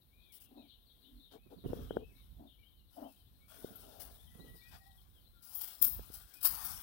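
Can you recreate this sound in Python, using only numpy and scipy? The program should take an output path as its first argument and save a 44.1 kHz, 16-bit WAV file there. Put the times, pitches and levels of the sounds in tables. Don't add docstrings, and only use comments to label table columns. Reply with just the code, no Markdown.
import sys
import numpy as np
from scipy import signal
from scipy.fft import rfft, irfft, next_fast_len
from scipy.io import wavfile
from scipy.ndimage import uniform_filter1d, map_coordinates

SR = 44100
rng = np.random.default_rng(int(sys.argv[2]) if len(sys.argv) > 2 else 0)


def dump(signal):
    limited = np.clip(np.atleast_2d(signal).T, -1, 1)
    pcm = np.round(limited * 32767).astype(np.int16)
    wavfile.write(sys.argv[1], SR, pcm)


N = 300837


def amp(db):
    return 10 ** (np.asarray(db) / 20)


def unit(x):
    return x / np.sqrt(np.mean(x ** 2) + 1e-20)


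def along(points, hz):
    f, v = np.transpose(points)
    return amp(np.interp(np.log(hz + 1), np.log(f + 1), v))


def level_curve(rows):
    s, db = np.transpose(rows)
    return amp(np.interp(np.arange(N) / SR, s, db))


def wobble(rate):
    knots = rng.standard_normal(int(N * rate / SR) + 4)
    return map_coordinates(knots, [np.arange(N) * rate / SR])


def filtered(x, response):
    m = next_fast_len(N + SR // 2)
    return irfft(rfft(x, m) * response(np.fft.rfftfreq(m, 1 / SR)), m)[..., :N]


def grit(spectrum, spread_db):
    grains = rng.standard_normal(N) * amp(spread_db * wobble(400))
    return unit(filtered(grains, lambda hz: along(spectrum, hz)))


def steady_noise(spectrum):
    return filtered(rng.standard_normal(N), lambda hz: along(spectrum, hz) * np.sqrt(SR / 2))


def note(length, first_hz, mid_hz, last_hz, db, flutter, warble):
    u = np.linspace(0, 1, max(int(length * SR), 8))
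    hz = first_hz * (1 - u) * (1 - 2 * u)
    hz += 4 * mid_hz * u * (1 - u)
    hz += last_hz * u * (2 * u - 1)
    phase = 2 * np.pi * np.cumsum(hz + warble[:len(u)]) / SR
    soft_ends = np.sqrt(np.sin(np.pi * u).clip(0))
    return amp(db + flutter[:len(u)]) * soft_ends * np.sin(phase)


def play(rows, flutter_db, warble_hz):
    out = np.zeros(N + SR)
    shake = np.pad([flutter_db * wobble(60), warble_hz * wobble(40)], ((0, 0), (0, SR)))
    for s, *shape in rows:
        at = round(s * SR)
        tone = note(*shape, *shake[:, at:])
        out[at:at + len(tone)] += tone
    return out[:N]


def glides(rows, arch_hz_per_s):
    notes = []
    for s, length, hz, glide, db in rows:
        droop = arch_hz_per_s * length
        notes.append((s, length, hz - glide / 2 - droop, hz, hz + glide / 2 - droop, db))
    return notes


def outdoors(x, t60, wet_db):
    t = np.arange(SR // 2) / SR
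    tail = rng.standard_normal(len(t)) * amp(-60 * t / t60)
    return x + amp(wet_db) * signal.fftconvolve(x, tail / np.linalg.norm(tail))[:N]


def strokes(rows, edge, lean=0.24):
    out = np.zeros((len(rows[0]) - 2, N + SR))
    for s, length, *db in rows:
        u = np.linspace(0, 1, int(length * SR * 1.3))
        swell = np.sin(np.pi * u ** lean).clip(0) ** edge
        out[:, round(s * SR):][:, :len(u)] += amp(db)[:, None] * swell
    return out[:, :N]


def mode(hz, width_hz):
    return lambda f: 1j * f * width_hz / (hz * hz - f * f + 1j * f * width_hz)


def rubbed(table, gains, rough_db):
    skin = rng.standard_normal(N) * amp(rough_db * wobble(60))
    out = np.zeros(N)
    for row, gain in zip(table, gains):
        tone = filtered(skin, lambda f: mode(*row)(f) ** 3)
        out += gain * unit(tone)
    return out


def struck(table, levels_db, blows):
    def response(f):
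        return sum(amp(db) * mode(*row)(f) for row, db in zip(table, levels_db))
    return filtered(blows, response)


# pitch_hz, level_db (dB per Hz)
AIR = [(300, -104), (1000, -113), (2300, -120), (3500, -112), (7000, -127), (11000, -112), (15000, -108)]


def open_air():
    return steady_noise(AIR) * amp(1.5 * wobble(5))


# pitch_hz, level_db (dB per Hz)
PORT_HISS = [(300, -116), (3000, -130), (7500, -132), (13500, -123), (15500, -128)]


def port_hiss():
    return steady_noise(PORT_HISS)


# time_s, level_db
GRIP = [(0.0, -74.5), (1.61, -71), (1.65, -53), (2.73, -71), (4.66, -64), (4.74, -55.5), (4.82, -66.5),
        (5.77, -75.5), (5.87, -55.5), (6.48, -75.5), (6.51, -57.5), (6.82, -63.5)]
# pitch_hz, relative_level_db (dB per Hz)
RUMBLE = [(12, -59), (28, -19.5), (42, 6), (70, 1), (130, -7.5), (250, -16.5), (500, -53.5)]
# start_s, length_s (before the longer fade), level_db (before the two gains)
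SHIFT = [(1.44, 0.31, -57), (1.64, 0.16, -46), (1.87, 0.23, -55), (3.62, 0.22, -59), (4.35, 0.18, -52.5),
         (5.81, 0.097, -51)]
# pitch_hz, width_hz
PALM = [(130, 370), (800, 460)]
THUD_DB, SCRAPE_DB = 0.5, -21.5


def grip():
    own_left, own_right, shared = [amp(4.1 * wobble(12)) * grit(RUMBLE, spread_db=1.1) for _ in range(3)]
    rumble = np.array([own_left + 0.5 * shared, own_right + 1.55 * shared])
    gains = amp([[THUD_DB], [SCRAPE_DB]]) * strokes(SHIFT, edge=0.33)
    palm = rubbed(PALM, gains, rough_db=7.0)
    return level_curve(GRIP) * rumble + [0 * palm, palm]


# time_s, level_db
CHATTER = [(2.3, -76.5), (2.7, -75)]


def chatter():
    draw = rng.random((1200, 3))
    start = draw[:, 0] * N / SR
    length = 0.0155 + 0.029 * draw[:, 2]
    pitch = 3300 + 900 * draw[:, 1]
    rows = np.transpose([start, length, 1.1 * pitch, pitch, .9 * pitch, 9 * draw[:, 1]])
    blur = outdoors(play(rows, flutter_db=4.5, warble_hz=58), t60=0.13, wet_db=4.5)
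    return unit(blur) * level_curve(CHATTER)


SONG_ENDS_HZ = 3108
CHIRP_S, CHIRP_SWEEP_HZ = .025, 707
SCATTER = 0.0816


def syllables(s, length, first_hz, db):
    draw = rng.random((12, 3))
    u = (np.arange(12) + .5) / 12
    glide = first_hz + (SONG_ENDS_HZ - first_hz) * u
    hz = glide * (1 + SCATTER * (2 * draw[:, 0] - 1))
    direction = np.where(draw[:, 0] < .25, 1, -1)
    half_sweep = CHIRP_SWEEP_HZ * (.3 + .4 * draw[:, 1]) * direction
    lengths = CHIRP_S * (.5 + draw[:, 2])
    levels = db + 10 * np.log10(np.sin(np.pi * u))
    return np.transpose([s + length * u, lengths, hz - half_sweep, hz, hz + half_sweep, levels])


# start_s, length_s, first_pitch_hz, level_db
SONG = [(0.149, 0.33, 3710, -69.5), (0.539, 0.11, 4320, -71), (0.674, 0.039, 4263, -70),
        (0.842, 0.11, 4160, -71), (1.004, 0.057, 4180, -71), (1.147, 0.16, 4140, -69),
        (1.561, 0.09, 4120, -67), (1.725, 0.31, 3640, -67.5), (2.145, 0.095, 3895, -71.5),
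        (2.457, 0.085, 3310, -69), (4.435, 0.042, 3360, -74.5), (4.544, 0.12, 4730, -68.5)]


def song():
    chirps = np.vstack([syllables(*row) for row in SONG])
    return outdoors(play(chirps, flutter_db=4.5, warble_hz=60), t60=0.38, wet_db=5)


# start_s, length_s, middle_pitch_hz, glide_hz, level_db
WHISTLES = [(.1, 0.26, 2487, -250, -72), (.57, 0.1, 2510, -400, -74), (1.35, 0.16, 2500, 108, -74.5),
            (1.98, 0.15, 2570, -200, -69.5), (2.13, 0.098, 2290, -42, -74.5),
            (2.63, 0.062, 3126, 505, -63.5), (2.71, .12, 3070, -250, -73), (3.035, .04, 3100, 305, -61),
            (3.16, 0.077, 3190, -200, -69.5), (3.4, 0.088, 2340, 0, -74.5),
            (2.58, 0.065, 2286, -150, -72.5), (3.05, 0.077, 2750, -77, -69.5),
            (4.4, 0.03, 4040, 450, -58.5), (4.61, 0.14, 2516, 56, -64), (4.175, 0.048, 3410, 897, -64.5),
            (4.265, 0.021, 3300, -500, -64.5), (4.97, 0.033, 3280, -500, -66),
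            (5.135, 0.062, 3340, -700, -66.5), (5.26, 0.029, 3960, 310, -64.5),
            (6.32, 0.13, 2510, 196, -65)]
ARCH_HZ_PER_S = 1900


def whistles():
    notes = glides(WHISTLES, ARCH_HZ_PER_S)
    return outdoors(play(notes, flutter_db=3.0, warble_hz=44.8), t60=0.4, wet_db=-1.5)


# start_s, length_s, middle_pitch_hz, glide_hz, level_db
STRAIN = [(4.27, 0.51, 1932, -85, -70), (4.74, 0.26, 1908, 42, -77), (4.78, 0.203, 768, -42, -72),
          (5.32, 0.2, 1388, -34, -73.5)]


def thin_tones():
    return outdoors(play(glides(STRAIN, 0), flutter_db=3, warble_hz=20), t60=.3, wet_db=-1.5)


# pitch_hz, width_hz
CASE = [(260, 87), (450, 171), (660, 392), (1480, 260)]
# start_s, length_s (before the longer fade),
# level_db (before the finger's place counts), place (0 at the edge, .5 in the middle)
SLIDE = [(0.463, 0.21, -57.5, 0.43), (1.006, 0.24, -88, 0.51), (1.31, 0.076, -53.5, 0.23),
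         (1.495, 0.068, -55, 0.23), (1.606, 0.28, -51, 0.3), (1.892, 0.16, -52, 0.27),
         (2.361, 0.13, -56.5, 0.45), (2.933, 0.17, -49.5, 0.467), (3.48, 0.35, -59.5, 0.13),
         (3.716, 0.46, -53.5, 0.074), (4.344, 0.18, -63.5, 0.22)]
SLIDE_BRIGHTENS = 0.66


def sliding_fingers():
    k = np.arange(1, 4)
    rows = []
    for s, length, db, place in SLIDE:
        tilt = SLIDE_BRIGHTENS * (db + 53.5) * (k - 2)
        reach_db = 36 * np.log10(abs(np.sin(k * np.pi * place)) + 0.12)
        rows.append((s, length, *(db + tilt + reach_db)))
    return rubbed(CASE, strokes(rows, edge=2.92, lean=0.77), rough_db=2.5)


# start_s, blow_db, contact_ms
TAPS = [(1.66, -18, 3.26), (1.732, -23.5, 1.12), (1.908, -24.5, 0.93), (1.969, -18, 0.93),
        (3.645, -25.5, 1.94), (5.994, -38.5, 0.82), (6.101, -39.5, 2.7)]
SQUEEZE_DB, SQUEEZE_DB_PER_MS = -26, 6.5


def taps():
    blows = np.zeros((2, N))
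    for s, db, contact_ms in TAPS:
        push = np.hanning(int(contact_ms * SR / 1000) + 3)
        thump_db = db + SQUEEZE_DB + SQUEEZE_DB_PER_MS * contact_ms
        blows[:, round(s * SR):][:, :len(push)] = amp([[db], [thump_db]]) * push / push.sum()
    ring = struck(CASE, [14.6, 37.4, 3.2, 32.2], blows[0])
    thump = struck(PALM, [39, 22], blows[1])
    return ring, thump


def ringing(x, depth_db):
    z = signal.stft(x, nperseg=512)[2]
    wires = uniform_filter1d(rng.standard_normal(z.shape), size=2, axis=0)
    wires = uniform_filter1d(wires, size=24, axis=1)
    return unit(signal.istft(z * amp(depth_db * unit(wires)), nperseg=512)[1][:N])


# start_s, rattle_db, sizzle_db (the thinnest wires)
CLASH = [(3.995, -36, -62), (5.545, -41, -32), (5.609, -34.5, -37.5), (5.815, -25.5, -15.5),
         (6.114, -45, -60), (6.135, -38.5, -73), (6.332, -45, -53), (6.408, -39.5, -62), (6.426, -32, -30),
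         (6.442, -22, -23.5), (6.637, -33, -35.5)]
CLASH_T60_S, CLASH_S_PER_DB = 0.25, 0.0033


def clash_levels():
    shake = np.zeros((2, N + SR))
    t = np.arange(SR // 2) / SR
    for s, *db in CLASH:
        t60 = CLASH_T60_S + CLASH_S_PER_DB * (db[0] + 39.0)
        fade = amp(-60 * np.maximum(t - .008, 0) / t60) * (1 - np.exp(-t / 0.0055))
        shake[:, round(s * SR):][:, :len(t)] += amp(db)[:, None] * fade
    return shake[:, :N] * amp(2.2 * wobble(150))


# start_s, pitch_hz, level_db, t60_s (time to fall 60 dB)
PING = [(3.757, 14100, -41, .11)]


def wire_ping():
    t = np.arange(SR // 2) / SR
    out = np.zeros(N)
    for s, hz, db, t60 in PING:
        tone = amp(db - 60 * t / t60) * np.sin(2 * np.pi * hz * t)
        out += np.pad(tone, (round(s * SR), N))[:N]
    return out


# start_s, length_s (before the longer fade), jingle_db, panel_db (body of the panel)
RUBS = [(.32, 0.06, -48, -96), (.4, 0.055, -51, -82), (1.31, 0.057, -61.5, -62), (1.5, 0.054, -65.5, -65),
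        (1.66, 0.28, -57.5, -62.5), (2.05, 0.26, -66.5, -79), (2.9, 0.27, -59.5, -75),
        (3.48, 0.34, -51.5, -60.5), (3.79, 0.49, -57, -66), (4.3, 0.83, -61.5, -78),
        (4.71, 0.076, -61, -61.5), (5.42, 0.3, -49.5, -105), (5.67, 0.079, -50, -66),
        (6.48, 0.35, -37.5, -53.5)]
# time_s, level_db
REST = [(2.8, -84), (3.5, -66), (5.0, -72), (5.25, -79.5), (5.6, -52), (6.08, -53), (6.82, -63.5)]
# pitch_hz, relative_level_db (dB per Hz)
JINGLE = [(2400, -25.5), (4200, -17.5), (5200, -10.5), (6800, -21.5), (8500, -11.5), (9600, -13.5),
          (11000, -6), (12300, -11), (14500, -6), (15850, -2.5)]
# pitch_hz, relative_level_db (dB per Hz)
PANEL = [(300, -33), (680, -0.5), (1000, -5), (1450, -1.5), (2200, -15.5), (3250, -3.5), (4300, -10),
         (9000, -22)]
TAUT_S = 6.42
TAUT_HZ, TAUT_WIDTH_HZ = 1340, 1180


def mesh():
    jingle, panel = strokes(RUBS, edge=0.94, lean=0.5)
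    rest = level_curve(REST)
    rattle, sizzle = clash_levels()
    jingle_level = np.hypot((jingle + rest) * amp(1.96 * wobble(30)), rattle)
    rubbed_body = (panel + amp(-9.5) * rest) * amp(2.34 * wobble(25))
    body_level = np.hypot(rubbed_body, amp(-21.0) * rattle)

    bright = ringing(grit(JINGLE, spread_db=1.5), depth_db=4)
    thinnest = unit(filtered(grit(JINGLE, spread_db=1.2), mode(14000, width_hz=2000)))
    slack = ringing(grit(PANEL, spread_db=1.0), depth_db=4.0)
    taut = unit(filtered(slack, mode(TAUT_HZ, TAUT_WIDTH_HZ)))
    body = np.where(np.arange(N) < TAUT_S * SR, slack, taut)
    return jingle_level * bright + sizzle * thinnest + body_level * body + wire_ping()


# pitch_hz, level_db
COVER = [(60, -23.5), (270, -1), (800, -19.5), (3500, -29), (10000, -58), (14000, -52)]


def under_palm(air):
    return filtered(air, lambda hz: along(COVER, hz) * np.exp(-.3j - 2j * np.pi * hz * 0.00033))


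def scene():
    ring, thump = taps()
    birds = chatter() + song() + whistles()
    left = open_air() + birds + thin_tones() + sliding_fingers() + ring + mesh()
    right = under_palm(left) + thump + port_hiss()
    return np.array([left, right]) + grip()


TOP_HZ = 15850


def record(dry):
    return filtered(dry, lambda hz: hz < TOP_HZ)


dry = scene()
out = record(dry)
dump(out)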